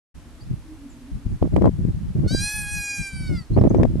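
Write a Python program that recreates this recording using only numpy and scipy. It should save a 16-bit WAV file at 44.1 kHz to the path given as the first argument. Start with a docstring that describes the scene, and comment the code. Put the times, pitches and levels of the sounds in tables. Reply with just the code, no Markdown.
"""Antelope calf in the wind

On open grassland a young antelope, held down by a cheetah, gives one long, high, slightly raspy
bleat, near the middle between the two microphone ports. Gusts rumble and thump right on the ports,
each on its own. Far behind lie a soft hiss of grass, a wavering hum and a few thin bird chirps."""
import sys
import numpy as np
from scipy import signal
from scipy.fft import rfft, irfft, next_fast_len
from scipy.io import wavfile
from scipy.ndimage import map_coordinates

SR = 44100
rng = np.random.default_rng(int(sys.argv[2]) if len(sys.argv) > 2 else 0)


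def generate_wav(sig):
    """Save sig (samples, or channels by samples) to the path in sys.argv[1] as 16-bit PCM at SR."""
    pcm = np.round(np.clip(np.atleast_2d(sig).T, -1, 1) * 32767).astype(np.int16)
    wavfile.write(sys.argv[1], SR, pcm)


N = 176400


def amp(db):
    """Decibels to gain."""
    return 10 ** (np.asarray(db) / 20)


def unit(x):
    """Scale to rms 1."""
    return x / np.sqrt(np.mean(x ** 2) + 1e-20)


def along(points, hz):
    """Interpolate (freq_hz, value) points on a log frequency axis."""
    freqs, values = np.transpose(points)
    return np.interp(np.log(hz + 1), np.log(freqs + 1), values)


def curves(rows, outside=None):
    """One value per sample for each column after the time."""
    times, *columns = np.transpose(rows)
    return [np.interp(np.arange(N) / SR, times, column, outside, outside) for column in columns]


def wobble(rate, size=N):
    """A smooth random curve, rate knots a second."""
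    at = np.arange(size) * rate / SR
    knots = rng.standard_normal(int(at[-1]) + 4)
    return np.interp(at, at[::32], map_coordinates(knots, [at[::32]]))


def filtered(x, response):
    """Filter x by a gain given as a function of frequency."""
    size = next_fast_len(N + SR // 2)
    return irfft(rfft(x, size) * response(np.fft.rfftfreq(size, 1 / SR)), size)[..., :N]


def noise(colour):
    """Coloured noise of rms 1."""
    return unit(filtered(rng.standard_normal(N), lambda hz: amp(along(colour, hz))))


def add(out, start_s, x):
    """Mix x into out from start_s on."""
    part = out[..., round(start_s * SR):][..., :x.shape[-1]]
    part += x[..., :part.shape[-1]]


def glide(length_s, from_hz, to_hz, waver, rate):
    """A tone that wavers in pitch and level, with a rounded rise and fall."""
    u = np.linspace(0, 1, int(length_s * SR))
    hz = (from_hz + (to_hz - from_hz) * u) * (1 + waver * wobble(rate, len(u)))
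    envelope = np.sin(np.pi * u) * amp(6.1 * wobble(rate, len(u)))
    return envelope * np.sin(2 * np.pi * np.cumsum(hz) / SR)


def grassland(x, wet_db, t60_s):
    """Add a short scatter from ground and bushes, different at each port."""
    t = np.arange(SR // 2) / SR
    tail = rng.standard_normal((2, len(t))) * amp(-60 * t / t60_s)
    tail /= np.linalg.norm(tail[0])
    return x + amp(wet_db) * signal.fftconvolve(x[None], tail, axes=1)[:, :N]


# Air and grass all around the microphone: freq_hz, relative_density_db
HUSH_COLOUR = [(25, -17.5), (64, -4), (130, -4.5), (190, -14), (265, -5), (430, -19), (600, -20.5),
               (900, -21.5), (3600, -30), (11000, -35.5), (13000, -42.5)]
# How alike the two ports hear it: freq_hz, correlation
HUSH_LIKENESS = [(60, 0.22), (230, 1), (870, 0.7), (3300, 0.23)]

def hush():
    """The steady hush of the open plain, narrowest in the low mids and wide in the hiss."""
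    def mid_side_gains(hz):
        angle = np.arccos(along(HUSH_LIKENESS, hz)) / 2
        return np.array([np.cos(angle), np.sin(angle)])
    mid, side = filtered(np.array([noise(HUSH_COLOUR), noise(HUSH_COLOUR)]), mid_side_gains)
    return amp(-48.5 + 0.18 * wobble(5.5)) * unit(np.array([mid + side, mid - side]))


# A hum far across the plain: start_s, length_s, pitch_hz, level_db
HUM_TONES = [(0.17, 0.29, 243, -43), (0.637, 0.17, 319.4, -39.5), (0.59, 0.8, 280, -48),
             (0.7, 0.74, 240, -49.5)]

def far_hum():
    """Low, distant tones that come and go and waver."""
    out = np.zeros(N)
    for start_s, length_s, pitch_hz, level_db in HUM_TONES:
        add(out, start_s, amp(level_db) * glide(length_s, pitch_hz, pitch_hz, waver=0.0154, rate=24.3))
    return out


# Birds a long way off: start_s, length_s, from_hz, to_hz, level_db
BIRD_CHIRPS = [(0.396, 0.055, 4260, 5220, -60), (0.459, 0.029, 3520, 4140, -61),
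               (0.879, 0.067, 8000, 6500, -58), (3.512, 0.054, 3900, 4540, -58),
               (3.588, 0.035, 5480, 5080, -59), (3.682, 0.036, 5600, 8000, -57.5),
               (3.757, 0.04, 4900, 6900, -57.5)]

def far_birds():
    """Thin, quick whistled glides."""
    out = np.zeros(N)
    for start_s, length_s, from_hz, to_hz, level_db in BIRD_CHIRPS:
        add(out, start_s, amp(level_db) * glide(length_s, from_hz, to_hz, waver=0.0295, rate=220))
    return out


# Gusts reaching the microphone: start_s, length_s, level_db
WIND_GUSTS = [(0.163, 0.027, -45), (0.419, 0.18, -41.5), (0.504, 0.033, -27), (1.122, 0.055, -31.5),
              (1.258, 0.098, -28), (1.42, 0.038, -17.5), (1.475, 0.067, -30.5), (1.523, 0.038, -19),
              (1.561, 0.027, -16), (1.615, 0.062, -14), (1.7, 0.11, -29.5), (1.784, 0.12, -24),
              (1.937, 0.18, -29), (2.156, 0.12, -20.5), (2.31, 0.033, -18.5), (2.374, 0.088, -28.5),
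              (2.543, 0.13, -34.5), (2.719, 0.085, -33), (2.988, 0.032, -32.5), (3.136, 0.27, -30),
              (3.294, 0.047, -19.5), (3.506, 0.042, -22.5), (3.567, 0.021, -14), (3.614, 0.0054, -14),
              (3.645, 0.029, -15.5), (3.704, 0.15, -16), (3.869, 0.13, -22.5)]
# Turbulence at a port in a full gust, and the extra each band loses as the wind weakens:
# low_hz, high_hz, relative_db, extra_db_per_db
TURBULENCE_BANDS = [(28.6, 76.6, -8.5, -0.45), (64.7, 188, 0.5, 0), (200, 359.5, -3, 1.12),
                    (366, 655, -11, 2), (646, 1142, -22, 3.5), (1110, 2160, -36.5, 1.5)]

def wind_rumble():
    """Both ports share the gusts, each with its own turbulence; stronger wind sheds higher eddies."""
    rise_s, fall_s, lull_db, full_gust_db = 0.0078, 0.026, -57.5, -14.5
    t = np.arange(N) / SR
    power = amp(lull_db + 0.72 * wobble(8.76)) ** 2
    for start_s, length_s, level_db in WIND_GUSTS:
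        end_s = start_s + length_s
        envelope = np.interp(t, [start_s - rise_s, start_s, end_s, end_s + fall_s], [0, 1, 1, 0])
        power += (amp(level_db) * envelope) ** 2
    gust_db = 10 * np.log10(power)
    lumps = 1.8 * (np.array([wobble(70), wobble(70)]) - .3)
    out = np.zeros((2, N))
    for low_hz, high_hz, relative_db, growth in TURBULENCE_BANDS:
        bandpass = signal.butter(4, [low_hz, high_hz], "band", fs=SR, output="sos")
        band = unit(signal.sosfilt(bandpass, rng.standard_normal((2, N))))
        band_db = gust_db + relative_db + growth * (gust_db - full_gust_db)
        out += band * amp(band_db + (1.5 + growth / 2) * lumps)
    return out


# Single eddies right on the ports: time_s, level_db, centre_hz, left_minus_right_db
PORT_THUMPS = [(0.513, -12.5, 108, 21), (1.267, -12, 86, 10), (1.427, -4.5, 340, -6),
               (1.475, -13, 214, -19), (1.564, 0, 342, -36), (1.582, -11.5, 258, -5),
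               (1.6214, -2.5, 294, 31), (1.644, -5, 420, 13), (1.657, -0.5, 406, 29), (1.669, -5, 345, 18),
               (1.693, -6, 188, 29), (1.852, -6.5, 148, 30), (1.887, -10.5, 136, 17), (2.263, -9, 203, -23),
               (2.349, -6, 223, 18), (3.51, -17.5, 140, 5), (3.576, -3.5, 345, -32), (3.587, -3, 293, -25),
               (3.613, -4, 197, -0.5), (3.639, -3, 298, -29), (3.653, -4.5, 230, 7),
               (3.675, -4.5, 222, -21), (3.747, -1, 318, 16), (3.755, -8.5, 196, 2), (3.786, -7, 265, -17),
               (3.833, 0, 288, 15), (3.853, -3, 293, 15), (3.957, -12, 188, -5)]
# The snap of a hard hit on a port: freq_hz, relative_density_db
SNAP_SPECTRUM = [(500, 2.5), (2000, 7.5), (4500, -6.5), (9000, -17), (13000, -33)]

def wind_thumps():
    """Each eddy is a pull, push and pull of pressure, higher the smaller it is; the hardest also snap."""
    full_snap_db, snap_db_per_db, snap_t60_s = -26, 3.3, 0.019
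    out = np.zeros((2, N))
    t = np.arange(-SR // 20, SR // 20) / SR
    hiss = noise(SNAP_SPECTRUM)
    for time_s, level_db, centre_hz, pan_db in PORT_THUMPS:
        u = np.pi * centre_hz * t
        pressure = amp(level_db) * (1 - 3 * u ** 2) / (1 + u ** 2) ** 3
        snap_db = full_snap_db + snap_db_per_db * level_db - 60 * np.abs(t) / snap_t60_s
        snap = (t >= 0) * amp(snap_db) * np.roll(hiss, -round(time_s * SR))[:len(t)]
        sides = amp([[pan_db / 2], [-pan_db / 2]])
        add(out, time_s + t[0], sides / sides.max() * (pressure + snap))
    return out


# The calf's breath, as heard at the microphone: time_s, level_db
RASP_LEVEL = [(2.265, -95), (2.28, -50), (2.53, -44), (2.64, -48.5), (2.89, -55.5), (2.97, -54),
              (3.13, -63.5), (3.38, -56), (3.46, -67)]
# Its colour: freq_hz, relative_density_db
RASP_SPECTRUM = [(900, -34), (1400, -48), (2100, -4.5), (2700, -47), (3750, -31), (4300, -2), (5700, 1.5),
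                 (6300, -14), (7500, -3.5), (9300, -7.5), (10100, -18), (11300, -6.5), (13000, -26)]

def throat_rasp(phase):
    """Air rasps in the throat, pulsing once per cycle of the voice."""
    breath = unit(noise(RASP_SPECTRUM) * (1 + .6 * np.cos(phase)))
    return breath * amp(curves(RASP_LEVEL, outside=-120)[0] + 1.2 * wobble(29.9))


# Four shapes of the calf's mouth: relative_db for each of harmonics 1 to 15
MOUTH_OPENING = [-31, -3.5, -14, -15.5, -6.5, 0, -8, -9, -15, -15, -21, -15, -38, -24, -24]
MOUTH_GAPING = [-18.5, -2.5, -0.5, -17, -4, -9.5, -3, -17, -13, -7.5, -6, -34, -8.5, -12.5, -26]
MOUTH_NARROWING = [-24.5, -7.5, 0.5, -25, -19, -12.5, -9, -12, -12, -14, -18, -17.5, -19.5, -24, -28]
MOUTH_CLOSING = [-23, -2, 0.5, -13.5, -7.5, -12, -7.5, -17, -18, -18, -13, -12, -17, -13, -31]
# Start and end of each change of shape: time_s
MOUTH_TIMES = [2.37, 2.44, 2.7, 2.87, 3.04, 3.15]

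def mouth_shape_db(t, harmonic_hz):
    """The moving mouth weights the harmonics; a throat resonance stands out as it closes."""
    throat_hz, half_width_hz, throat_db = 4650, 280, 17
    shapes = [MOUTH_OPENING, MOUTH_GAPING, MOUTH_GAPING, MOUTH_NARROWING, MOUTH_NARROWING, MOUTH_CLOSING]
    shape_db = np.array([np.interp(t, MOUTH_TIMES, levels) for levels in np.transpose(shapes)])
    closed = np.interp(t, MOUTH_TIMES[-2:], [0, 1])
    return shape_db + closed * throat_db / (1 + ((harmonic_hz - throat_hz) / half_width_hz) ** 2)


# The calf's cry, rising and then sagging: time_s, pitch_hz
BLEAT_PITCH = [(2.271, 712), (2.334, 791), (2.396, 802), (2.449, 830), (2.562, 846.6), (2.659, 823.3),
               (2.741, 832.8), (2.811, 818.5), (2.889, 818.5), (2.999, 802.7), (3.12, 779), (3.26, 759),
               (3.35, 710), (3.44, 622)]
# Its three registers at the microphone: time_s, low_db, middle_db, treble_db
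BLEAT_LEVELS = [(2.24, -58, -82, -88), (2.272, -57, -62, -82), (2.28, -42.5, -42, -48),
                (2.33, -41, -31.5, -43), (2.39, -36, -31.5, -39.5), (2.44, -33, -31, -33),
                (2.56, -30, -40.5, -37), (2.65, -34.5, -48, -40), (2.77, -31.5, -38.5, -39),
                (2.92, -30.5, -40, -38.5), (3.07, -34, -41.5, -42.5), (3.115, -42.5, -50.5, -51),
                (3.28, -44, -47, -56), (3.32, -45.5, -64, -61), (3.38, -44.5, -46, -71),
                (3.45, -63.5, -68, -80)]

def bleat():
    """A stack of harmonics, shaped by the mouth and frayed at the top, over a rasp of breath."""
    middle_from_hz, treble_from_hz, jitter, shimmer = 3600, 6200, 0.0013, 0.067
    t = np.arange(N) / SR
    pitch_hz = curves(BLEAT_PITCH)[0] * (1 + jitter * wobble(160) + 0.00059 * wobble(24.8))
    phase = 2 * np.pi * np.cumsum(pitch_hz) / SR
    voiced = (t > BLEAT_LEVELS[0][0]) & (t < BLEAT_LEVELS[-1][0])
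    orders = np.arange(1, len(MOUTH_GAPING) + 1)[:, None]
    typical_hz = orders * np.median(np.array(BLEAT_PITCH)[:, 1])

    def wobble_each(rate):
        return np.array([wobble(rate, voiced.sum()) for _ in orders])
    shape_db = mouth_shape_db(t[voiced], orders * pitch_hz[voiced])
    drift_db = 2.42 * np.sqrt(orders / orders.mean()) * wobble_each(24.88)
    fray_depth = .29 * np.minimum(typical_hz / middle_from_hz, 1) ** 4
    fray = 1 + fray_depth * (wobble_each(90) + .5j * wobble_each(90))  # in level and in phase
    harmonics = amp(shape_db + drift_db) * np.imag(fray * np.exp(1j * orders * phase[voiced]))
    register = np.digitize(typical_hz[:, 0], [middle_from_hz, treble_from_hz])
    voice = np.zeros(N)
    for i, level_db in enumerate(curves(BLEAT_LEVELS)):
        shape_rms = np.sqrt(np.sum(amp(shape_db[register == i]) ** 2, axis=0) / 2)
        voice[voiced] += amp(level_db[voiced]) * harmonics[register == i].sum(axis=0) / shape_rms
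    rasp = throat_rasp(phase)
    return voice * (1 + shimmer * wobble(200)) + rasp


def scene():
    """The calf near the middle, wind on the ports, the plain behind."""
    calf = grassland(bleat(), wet_db=-20, t60_s=0.077) * amp([[-.3], [.3]])
    birds = grassland(far_birds(), wet_db=-3, t60_s=0.13)  # from so far off, much is scatter
    hum = grassland(far_hum(), wet_db=-40, t60_s=0.18)
    return calf + wind_rumble() + wind_thumps() + hush() + birds + hum


def record(dry):
    """The recorder opens after a moment, clips at full scale and keeps nothing above its band limit."""
    open_s, fade_s, top_hz = 0.147, 0.01, 13150
    opened = np.clip((np.arange(N) / SR - open_s) / fade_s + .5, 0, 1)
    return filtered(np.clip(dry * opened, -1, 1), lambda hz: hz < top_hz)


dry = scene()
out = record(dry)
generate_wav(out)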